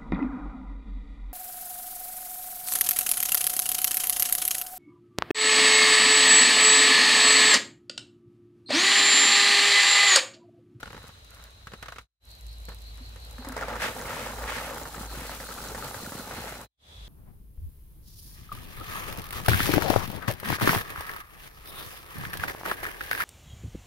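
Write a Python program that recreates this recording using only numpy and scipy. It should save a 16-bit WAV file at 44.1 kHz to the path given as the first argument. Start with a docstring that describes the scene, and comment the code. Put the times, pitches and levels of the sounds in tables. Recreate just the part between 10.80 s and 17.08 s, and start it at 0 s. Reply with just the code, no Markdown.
"""Watering a planting hole through plastic sheeting

Three outdoor passages joined by short fades. First a bare foot crackles on the sheet (swarms of clicks).
Then the can glugs (gliding sines), drops spatter on the plastic, and the shower settles on loose soil
(filtered random impacts). Last, the open field alone. Cricket bands and a far engine's hum (two harmonics)
lie behind; a far bird whistles (falling sines) over noise shaped as open air.
"""
import sys
import numpy as np
from scipy import signal
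from scipy.fft import rfft, irfft
from scipy.io import wavfile
from scipy.ndimage import uniform_filter1d

SR = 44100
rng = np.random.default_rng(int(sys.argv[2]) if len(sys.argv) > 2 else 0)


def unload_audio(sound):
    """Save the sound as a 16-bit wav file, at the path given as the first command line argument."""
    columns = np.transpose(np.atleast_2d(sound))
    # keep every value between -1 and 1, then stretch to whole-number steps
    steps = np.round(np.clip(columns, -1, 1) * 32767)
    wavfile.write(sys.argv[1], SR, steps.astype(np.int16))


N = 276948
TIME = np.arange(N) / SR

# passages: [fade-in start t/s, fade-in length/s, fade-out end t/s, fade-out length/s, engine firing f/Hz]
PASSAGES = [(-.1, .09, 1.28, 0.11, 56.3), (1.392, 0.11, 5.885, .055, 54.27), (5.963, 0.18, 6.4, .09, 49.7)]
FADE_FLOOR_DB, CUTOFF_HZ = -44, 15700
EAR_SPREAD_MS, EAR_LEAD_MS = .1, .085  # right ear's delay behind the left: spread, mean

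# open-air spectrum: [f/Hz, relative density/dB]
AIR_SPECTRUM = [(25, -3), (38, 10.5), (50, 20), (90, 18.5), (170, 3), (350, -2.5), (550, 1), (1100, -2),
                (2200, -4), (3300, -2.5), (4500, -4), (5600, -9), (11600, -14.5), (16000, -20.5)]
# left-right correlation of the air: [f/Hz, correlation/1]
AIR_CORRELATION = [(60, 1), (130, 0.93), (290, .8), (640, 0.18), (1410, -0.66), (3100, -0.019),
                   (7000, -0.14)]
# open-air background: [t/s, rms level/dB]
AIR_LEVEL = [(0, -50.5), (1.3, -56), (1.5, -53.5), (2.5, -48.5), (5.8, -56.5), (6.0, -51), (6.28, -49.5)]
# far engine's hum: [t/s, relative level/dB]
HUM_LEVEL = [(0, -59), (1.2, -51.5), (1.59, -54.5), (1.64, -42), (2.99, -45), (3.05, -49), (3.42, -53.5),
             (3.63, -39), (3.9, -51), (4.38, -41), (4.63, -50.5), (4.95, -46.5), (5.2, -61), (5.7, -48.5),
             (6.08, -65), (6.26, -43)]
# cricket chorus, one list per passage: [centre f/Hz, bandwidth/Hz, rms level/dB]
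CHORUS_BANDS = [
    [(3860, 42, -66.5), (4020, 52, -65), (4130, 60, -67), (3790, 470, -66.5), (6470, 310, -75)],
    [(3900, 36, -63.5), (4046, 48, -63.5), (4117, 45, -65.5), (11700, 650, -68.5)],
    [(3430, 330, -56.5), (3920, 210, -62.5)],
]
# near cricket's bouts: [first chirp t/s, end t/s, relative level/dB]
CHIRP_BOUTS = [(1.532, 2.7, -64.5), (4.316, 5.7, -61.5)]
CHIRP_PERIOD_S, CHIRP_WIDTH_S = 0.1816, 0.033
# bird's whistles: [t/s, peak level/dB, starting f/Hz]
BIRD_WHISTLES = [(.575, -61, 3860), (.97, -60, 4080), (1.67, -66, 5280)]
WHISTLE_S, WHISTLE_FALL_HZ_PER_S = 0.11, 1500

# foot loading the sheet: [t/s, crease t60/s, thud-to-crackle offset before filter gains/dB]
FOOT_STEPS = [(0, 0.038, -4), (.065, .042, -0.5), (.85, .05, -24), (.9, 0.065, -4), (1.0, 0.064, -15),
              (1.8, 0.12, -0.5)]
# creases snapping: [t/s, relative level/dB]
CREASES = [(0.03, -26), (.057, -33.5), (0.07, -40), (0.076, -37), (0.104, -35.5), (0.13, -35.5),
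           (.146, -36), (0.166, -37.5), (.177, -36), (.241, -40.5), (0.291, -39), (.871, -31), (0.919, -39),
           (0.935, -31.5), (1.0265, -26.5), (1.059, -34.5), (1.0835, -29), (1.122, -31.5), (1.16, -35.5),
           (1.184, -28.5), (1.885, -36), (1.917, -46), (2.179, -47.5), (2.36, -44)]
# grit and droplets ticking on the sheet: [t/s, relative level/dB]
GRIT_TICKS = [(.2803, -40.5), (0.447, -46), (.506, -41), (0.5464, -41), (.6394, -37.5), (.7068, -48),
              (1.027, -41), (1.515, -42), (1.6665, -41.5), (1.8533, -38), (1.8895, -38.5), (1.9462, -39),
              (2.019, -43), (2.4489, -41.5), (2.5106, -40.5), (2.687, -28.5), (2.723, -34.5),
              (5.8138, -34.5)]
# rustles as the weight shifts: [middle t/s, bell half length/s, relative level/dB]
RUSTLES = [(0, 0.0093, -43.5), (0.21, 0.11, -48.5), (0.596, .07, -49), (1.1, 0.22, -54.5),
           (2.335, 0.03, -60.5)]
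# crease crackle spectrum: [f/Hz, relative density/dB]
CRACKLE_SPECTRUM = [(100, -0.5), (200, -2.5), (330, -12), (500, -2), (700, -5), (900, -4.5), (1080, -0.5),
                    (1420, 2.5), (2000, -3), (2500, -7.5), (2850, -6), (3450, -11.5), (4500, -13.5),
                    (7000, -19.5), (16000, -29.5)]
# spectrum of thuds in the soil below: [f/Hz, relative density/dB]
THUD_SPECTRUM = [(50, -11.5), (110, 4), (240, 1), (370, -3), (520, 3.5), (700, -9), (880, 0.5), (2000, -34),
                 (8000, -54)]
# grit spectrum: [f/Hz, relative density/dB]
GRIT_SPECTRUM = [(1500, -22), (4000, -2.5), (7000, -1), (11000, 1), (16000, -7)]

# air gulping into the can: [t/s, relative level/dB, starting f/Hz, t60/s]
CAN_GLUGS = [(2.207, -44, 246, 0.097), (2.587, -39, 242.5, 0.12), (2.67, -31, 265, 0.049),
             (2.697, -35.5, 252, 0.12)]
# heavy drops thudding into mud: [t/s, relative level/dB]
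MUD_PLOPS = [(4.179, -27), (4.209, -26), (4.373, -28), (4.419, -30), (5.234, -31), (5.274, -27),
             (5.321, -29), (5.352, -27), (5.396, -25.5), (5.584, -30)]
# tiny upward-chirping bubbles: [t/s, relative level/dB, starting f/Hz]
BUBBLE_PLINKS = [(3.150, -38, 7700), (3.213, -33.5, 5730), (4.033, -35, 6160), (4.085, -43, 8450),
                 (4.152, -37, 6560), (4.886, -32, 5200)]

# pour: [t/s, relative drop rate/(1/s), share on plastic rather than soil/1]
POUR_DROPS = [(2.45, 310, 1), (2.8, 1820, 0.88), (3.05, 3500, 0.8), (3.3, 1350, 0.47), (3.8, 2030, 0.88),
              (4.15, 600, 0.01), (5.0, 890, 0.05), (5.85, 500, 0)]
# patter of the flow from the rose: [t/s, relative level/dB]
PATTER_LEVEL = [(2.45, -63.5), (2.62, -50.5), (2.68, -44), (2.79, -36), (3.05, -35), (3.18, -39.5),
                (3.32, -37.5), (3.98, -39.5), (4.3, -43.5), (4.5, -43.5), (4.62, -45), (4.98, -39.5),
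                (5.3, -45), (5.55, -40), (5.85, -46)]
# fine spray: [t/s, relative level/dB]
SPRAY_LEVEL = [(2.45, -70), (2.98, -53.5), (3.03, -48), (4.3, -49), (5.1, -46), (5.74, -49.5),
               (5.85, -57.5)]
# brief falters and gushes: [t/s, level change/dB]
STREAM_LURCHES = [(2.745, -6), (2.862, -2.5), (2.9, 0.5), (2.99, -8), (3.135, -9.5), (3.55, -3.5),
                  (4.108, -9.5), (4.29, -8), (5.045, 4), (5.45, -3)]
LURCH_S = 0.013
# biggest gobs landing: [t/s, relative level/dB]
GOBS = [(2.583, -36.5), (2.648, -29), (2.721, -31), (2.766, -22.5), (2.778, -26.5), (2.811, -24.5),
        (2.884, -27.5), (2.956, -26.5), (3.023, -20), (3.04, -22.5), (3.493, -34), (3.564, -33),
        (3.62, -28.5), (4.055, -30), (4.495, -27), (4.601, -28), (4.689, -29), (4.948, -25), (5.144, -26.5),
        (5.321, -28.5), (5.511, -28)]
SPLAT_T60_S, THINNING_DB = 0.054, 6  # gob spatter decay; thinning of the stream just before each gob
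# jets crossing the hole's plastic rim: [t/s, time on it/s, relative splashing level/dB]
RIM_PASSES = [(2.77, 0.14, -48), (3.026, 0.026, -31.5), (3.29, .18, -42.5), (3.686, 0.095, -38),
              (3.85, 0.038, -47), (4.36, 0.19, -48), (5.52, 0.22, -47.5)]
PASS_ATTACK_DB_PER_S, PASS_RELEASE_DB_PER_S = 401, 205
# drops on plastic: [f/Hz, relative density/dB]
PLASTIC_SPECTRUM = [(60, -12), (130, -13), (250, 0.5), (345, -11.5), (510, 5), (700, -4.5), (890, 2),
                    (1050, -4.5), (1300, -1.5), (1950, -10.5), (2600, -16.5), (4300, -22), (8000, -32),
                    (16000, -41)]
# drops on soil: [f/Hz, relative density/dB]
SOIL_SPECTRUM = [(50, -3), (105, 7), (170, 1.5), (250, 4), (350, -3), (520, 3.5), (690, -5), (850, 4.5),
                 (1020, -5.5), (1280, 1), (2000, -9.5), (2700, -11), (5000, -28.5), (16000, -44)]
# fine spray: [f/Hz, relative density/dB]
SPRAY_SPECTRUM = [(1500, -14.5), (3000, -0.5), (4500, 0.5), (6400, 0), (7200, 1.1), (9500, -1),
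                  (11500, 0.7), (12500, -2), (16000, -2)]
# gobs: [f/Hz, relative density/dB]
SPLAT_SPECTRUM = [(60, -20), (250, 0), (345, -11), (510, 3.5), (700, -1.5), (880, -1), (1050, -0.5),
                  (1350, 0.5), (2000, -2), (2700, -23), (5000, -14.5), (16000, -27.5)]
# splashing on the rim: [f/Hz, relative density/dB]
SPLASH_SPECTRUM = [(300, -26), (900, -10), (1400, -1), (2000, -0.5), (2700, -4.5), (3500, -9), (5000, -14),
                   (7500, -17.5), (16000, -27.5)]


def from_db(db):
    """Decibels to amplitude gain."""
    return np.exp(np.asarray(db) * (np.log(10) / 20))


def rms_one(x):
    """Scale to rms 1."""
    return x / np.sqrt(np.mean(x ** 2) + 1e-20)


def in_time(rows):
    """One curve per column, linear between rows."""
    s, *columns = np.transpose(rows)
    return [np.interp(TIME, s, c) for c in columns]


def at_hz(points, hz):
    """Read a table on a log-frequency axis."""
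    f, value = np.transpose(points)
    return np.interp(np.log(hz + 1), np.log(f), value)


def during(start, end):
    """Gate with 20 ms linear edges outside the interval."""
    return np.clip((TIME - start) / .02 + 1, 0, 1) * np.clip((end - TIME) / .02 + 1, 0, 1)


def held(start, end, attack_db_per_s, release_db_per_s):
    """Envelope in dB: climbs to 0 at the start, holds, sinks after the end."""
    return -attack_db_per_s * np.maximum(start - TIME, 0) - release_db_per_s * np.maximum(TIME - end, 0)


def swell(s, width):
    """Gaussian bell around this moment."""
    return np.exp(-.5 * np.minimum(((TIME - s) / width) ** 2, 100))


def drift(rate):
    """Slow random curve of rms 1: noise drawn at 1/40 of the sample rate, low-passed near this rate in Hz, then
    interpolated."""
    r = np.exp(-80 * np.pi * rate / SR)
    noise = rng.standard_normal(N // 40 + 2002)
    slow = signal.lfilter([1], [1, -2 * r, r * r], noise)[2000:]  # drop the filter's start-up
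    return np.interp(np.arange(N) / 40, np.arange(len(slow)), rms_one(slow))


def colour(x, spectrum):
    """Causal minimum-phase filter with this spectrum; white input keeps its power."""
    size = 4096
    gain = rms_one(from_db(at_hz(spectrum, np.arange(size // 2 + 1) * SR / size)))
    cepstrum = irfft(np.log(gain))
    cepstrum[1:size // 2] *= 2
    cepstrum[size // 2 + 1:] = 0
    response = irfft(np.exp(rfft(cepstrum)))
    return signal.oaconvolve(x, response[None], axes=1)[:, :N]


def impacts(per_s, size_db, clump_db=0, count=3):
    """Stereo clicks of uneven size, clumped, each with its own ear lag and smaller followers; slow level 1."""
    chances = N // 4
    at = rng.integers(0, N - 500, chances)
    lands = rng.random(chances) * chances / N < np.broadcast_to(per_s, N)[at] / SR
    level_db = size_db * np.minimum(rng.exponential(1, chances), 4) + clump_db * drift(35)[at]
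    sizes = from_db(level_db)[lands]
    lags_ms = rng.normal(EAR_LEAD_MS, EAR_SPREAD_MS, chances)[lands]
    lags = (lags_ms * SR / 1000).round().astype(int)
    clicks, when = np.zeros((2, N)), at[lands]
    for k in range(count):
        sign, wait = rng.random((2, chances))[:, lands]
        signed = sizes * np.sign(sign - .5) * from_db(-2.5 * k)
        clicks[0, when] += signed
        clicks[1, when + lags] += signed
        when = when + (wait * .002 * SR).astype(int)
    power = uniform_filter1d(uniform_filter1d(clicks[0] ** 2, size=3500), size=3500)
    return clicks / np.sqrt(np.maximum(power, 1e-6))


def bursts(rows, snap):
    """Each (t/s, level/dB, t60/s) is one sharp click and a decaying swarm of clicks."""
    envelope, first = np.zeros(N), np.zeros(N)
    for s, db, t60 in rows:
        i = round(s * SR)
        age = TIME[:min(N - i, SR // 4)]
        envelope[i:i + len(age)] += from_db(db) * np.exp(-np.log(1000) * age / np.clip(t60, .008, .15))
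        first[i] -= snap * from_db(db)
    return first + envelope * impacts(10000, size_db=1.5, count=1)


def scatter(x, t60, wet_db):
    """Ground and nearby plants return a faint diffuse tail: decaying noise, independent per side."""
    age = TIME[:SR // 8]
    tail = rng.standard_normal((2, len(age))) * np.exp(-np.log(1000) * age / t60) * (age > .002)
    tail /= np.sqrt(np.sum(tail ** 2, axis=1, keepdims=True))
    bright = signal.sosfilt(signal.butter(1, 900, "high", fs=SR, output="sos"), x)
    return x + from_db(wet_db) * signal.oaconvolve(bright, tail, axes=1)[:, :N]


def passage_gates():
    """One gate per passage, changing over midway between the fades."""
    joins = [(before[2] + after[0]) / 2 for before, after in zip(PASSAGES, PASSAGES[1:])]
    edges = [0] + joins + [N / SR]
    return [during(start, end) for start, end in zip(edges, edges[1:])]


def field():
    """Open air: shaped noise, low rumble shared by both sides, most of the treble not."""
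    hz = np.arange(N // 2 + 1) * SR / N
    mid, side = rfft(rng.standard_normal((2, N))) * from_db(at_hz(AIR_SPECTRUM, hz))
    alike = np.clip(at_hz(AIR_CORRELATION, hz), -1, 1)
    air = irfft(np.sqrt(1 + alike) * mid + np.sqrt(1 - alike) * side * [[1], [-1]], N)
    return from_db(in_time(AIR_LEVEL)[0]) * rms_one(air)


def engine():
    """Far engine: wavering firing rate and a weak octave, leading in phase on the left."""
    gates = passage_gates()
    hz = sum(gate * passage[-1] for gate, passage in zip(gates, PASSAGES)) / sum(gates)
    wavering_hz = hz * (1 + 0.022 * drift(10.3))
    phase = 2 * np.pi * np.cumsum(wavering_hz) / SR + 0.09 * np.array([[1], [-1]])
    level = from_db(in_time(HUM_LEVEL)[0] + 0.1 + 1.1 * drift(17))
    return np.sqrt(2) * level * (np.sin(phase) + from_db(-23.5) * np.sin(2 * phase))


def trill(hz, width_hz):
    """Many wings near one pitch: band-passed noise of rms 1, independent per side."""
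    band = signal.butter(2, [hz - width_hz / 2, hz + width_hz / 2], "band", fs=SR, output="sos")
    return rms_one(signal.sosfilt(band, rng.random((2, N)) - .5))


def crickets():
    """Steady chorus of noise bands per passage, plus a nearer insect chirping at an even pace."""
    chorus = 0
    for gate, bands in zip(passage_gates(), CHORUS_BANDS):
        chorus = chorus + gate * sum(from_db(db) * trill(hz, width) for hz, width, db in bands)
    chirps = 0
    for first, end, db in CHIRP_BOUTS:
        for s in np.arange(first, end, CHIRP_PERIOD_S):
            chirps = chirps + from_db(db) * swell(s, CHIRP_WIDTH_S)
    near_voice = trill(4360, 120) * from_db(1) + trill(4210, 520) * from_db(10.5)
    return chorus + chirps * near_voice


def bird():
    """Far whistles: each sine swells and fades while its pitch falls linearly."""
    out = np.zeros(N)
    for s, db, hz in BIRD_WHISTLES:
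        age = np.clip(TIME - s, 0, WHISTLE_S)
        cycles = age * (hz - WHISTLE_FALL_HZ_PER_S * age / 2)
        out += from_db(db) * np.sin(np.pi * age / WHISTLE_S) * np.sin(2 * np.pi * cycles)
    return out


def sheet():
    """Creases snap under the foot, which thuds softly on the soil below; grit ticks and rustles."""
    creases = []
    for s, db in CREASES:
        step = FOOT_STEPS[sum(s >= later[0] for later in FOOT_STEPS[1:])]  # the latest step
        creases.append((s, db, *step[1:]))
    snap_rows = [(s, db, t60) for s, db, t60, thud in creases]
    thud_rows = [(s, db + thud, t60) for s, db, t60, thud in creases]
    snaps = colour(bursts(snap_rows, snap=3.9), CRACKLE_SPECTRUM) * from_db(-5.5)
    thuds = colour(bursts(thud_rows, snap=8.3), THUD_SPECTRUM) * from_db(-6.5)
    grit = colour(bursts([(s, db, .014) for s, db in GRIT_TICKS], snap=0.53), GRIT_SPECTRUM) * from_db(-2.0)
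    rustle = sum(from_db(db) * swell(s, width) for s, width, db in RUSTLES)
    rubbing = colour(impacts(830, size_db=-2.5, clump_db=2.5), CRACKLE_SPECTRUM) * from_db(-4.5)
    dust = colour(impacts(400, size_db=3.5, clump_db=3), GRIT_SPECTRUM) * from_db(-12)
    # the stretched sheet keeps ticking faintly while someone stands on it
    settling = colour(impacts(170, size_db=4.0, count=2), GRIT_SPECTRUM) * from_db(-63.0)
    settling = settling * during(1.45, PATTER_LEVEL[2][0])
    return snaps + thuds + grit + settling + rustle * (rubbing + dust)


def add_bubble(out, s, db, hz, t60, rise):
    """A pocket of air rings and dies; pitch glides up for positive rise, down for negative."""
    i = round(s * SR)
    life = TIME[:min(N - i, int(t60 * SR))] / t60
    cycles = hz * t60 * (life + rise * life ** 2 / 2)
    envelope = (1 - np.exp(-cycles)) * np.exp(-np.log(1000) * life)
    out[..., i:i + len(life)] += from_db(db) * np.sin(2 * np.pi * cycles) * envelope


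def bubbles(count=60):
    """The can gulps low, heavy drops plop with falling pitch, tiny bubbles plink upward in wet soil."""
    out = np.zeros((2, N))
    for s, db, hz, t60 in CAN_GLUGS:
        add_bubble(out, s, db + 6, hz, t60, rise=.15)
    for s, db in MUD_PLOPS:
        add_bubble(out, s, db + 12.5, hz=253, t60=0.015, rise=-0.93)
    for s, db, hz in BUBBLE_PLINKS:
        add_bubble(out, s, db + 3.5, hz, t60=0.0096, rise=1.6)
    # random plinks on alternate sides
    for k, (when, size, pitch) in enumerate(rng.random((count, 3))):
        s = 3.15 + 2.55 * when
        add_bubble(out[k % 2], s, -33 - 10 * size, 5000 + 6000 * pitch, t60=0.018, rise=0.82)
    return out


def ring(x, hz, cycles):
    """Resonance losing 60 dB in so many cycles; white input keeps its power."""
    r, w = from_db(-60 * hz / (cycles * SR)), 2 * np.pi * hz / SR
    resonance = signal.lfilter([1, 0, -r * r], [1, -2 * r * np.cos(w), r * r], x + 1e-18)
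    return resonance * np.sqrt((1 - r * r) / 2)


def gurgle(per_s, cycles, size_db, count=18):
    """Drops trap air in puddles; pockets ring briefly at one of several pitches, leaning left or right."""
    out = np.zeros((2, N))
    for k, hz in enumerate(np.geomspace(430, 2100, count)):
        when, size, sign = rng.random((int(per_s * N / SR / count), 3)).T
        clicks = np.zeros(N)
        level_db = size_db * size ** 2 + at_hz(SOIL_SPECTRUM, hz)
        clicks[(when * N).astype(int)] = np.sign(sign - .5) * from_db(level_db)
        out[k % 2] += ring(clicks, hz, cycles) * np.sqrt(hz)
    return rms_one(out + 0.53 * out[::-1])


def shower():
    """Drops drum brightly on plastic and patter dully on soil; fine spray fizzes above."""
    pouring = during(PATTER_LEVEL[0][0], PATTER_LEVEL[-1][0])
    per_s, share = in_time(POUR_DROPS)
    share = np.clip(share, 0, 1)
    # the stream lurches, and thins just before each gob that it gathers
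    thinning = THINNING_DB * sum(swell(s - .006, 0.0074) for s, db in GOBS)
    lurch_db = sum(db * swell(s, LURCH_S) for s, db in STREAM_LURCHES) - thinning
    patter = from_db(in_time(PATTER_LEVEL)[0] + lurch_db)
    plastic = np.sqrt(share) * colour(impacts(2 * per_s, size_db=6.5, clump_db=-0.8), PLASTIC_SPECTRUM)
    soil = np.sqrt(1 - share) * colour(impacts(1.5 * per_s, size_db=1.5, clump_db=1.5), SOIL_SPECTRUM)
    soil = soil * from_db(-0.5)
    puddles = gurgle(per_s=220, cycles=24, size_db=12) * from_db(-3.5)
    spray_db = in_time(SPRAY_LEVEL)[0] + 4.5 + 0.28 * lurch_db + .5 * drift(11)
    spray = colour(impacts(5000, size_db=3.5, clump_db=1.0, count=2), SPRAY_SPECTRUM) * from_db(spray_db)
    on_rim = 0
    for s, length, db in RIM_PASSES:
        on_rim = on_rim + from_db(db + held(s, s + length, PASS_ATTACK_DB_PER_S, PASS_RELEASE_DB_PER_S))
    splashing = colour(impacts(4000, size_db=2.5, clump_db=1.0), SPLASH_SPECTRUM) * on_rim * from_db(2.5)
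    gobs = bursts([(s, db, SPLAT_T60_S) for s, db in GOBS], snap=6.9)
    splats = colour(gobs, SPLAT_SPECTRUM) * from_db(-6.5)
    return ((plastic + soil + puddles) * patter + spray + splashing) * pouring + splats


def scene():
    """The field all around, water and sheet close by."""
    background = field() + engine() + crickets() + bird()
    near = scatter(shower() + sheet(), t60=.06, wet_db=-15) + bubbles()
    return background + near


def record(dry):
    """Fade each passage in and out on S-shaped ramps down to a floor; low-pass the sum."""
    ramps = 0
    for start, rise, end, fall, _ in PASSAGES:
        ramps = ramps + np.clip(np.minimum((TIME - start) / rise, (end - TIME) / fall), 0, 1)
    faded = dry * np.maximum(np.sin(np.pi / 2 * ramps) ** 2, from_db(FADE_FLOOR_DB))
    return signal.sosfilt(signal.ellip(12, .1, 80, CUTOFF_HZ, fs=SR, output="sos"), faded)


dry = scene()
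out = record(dry)
unload_audio(out)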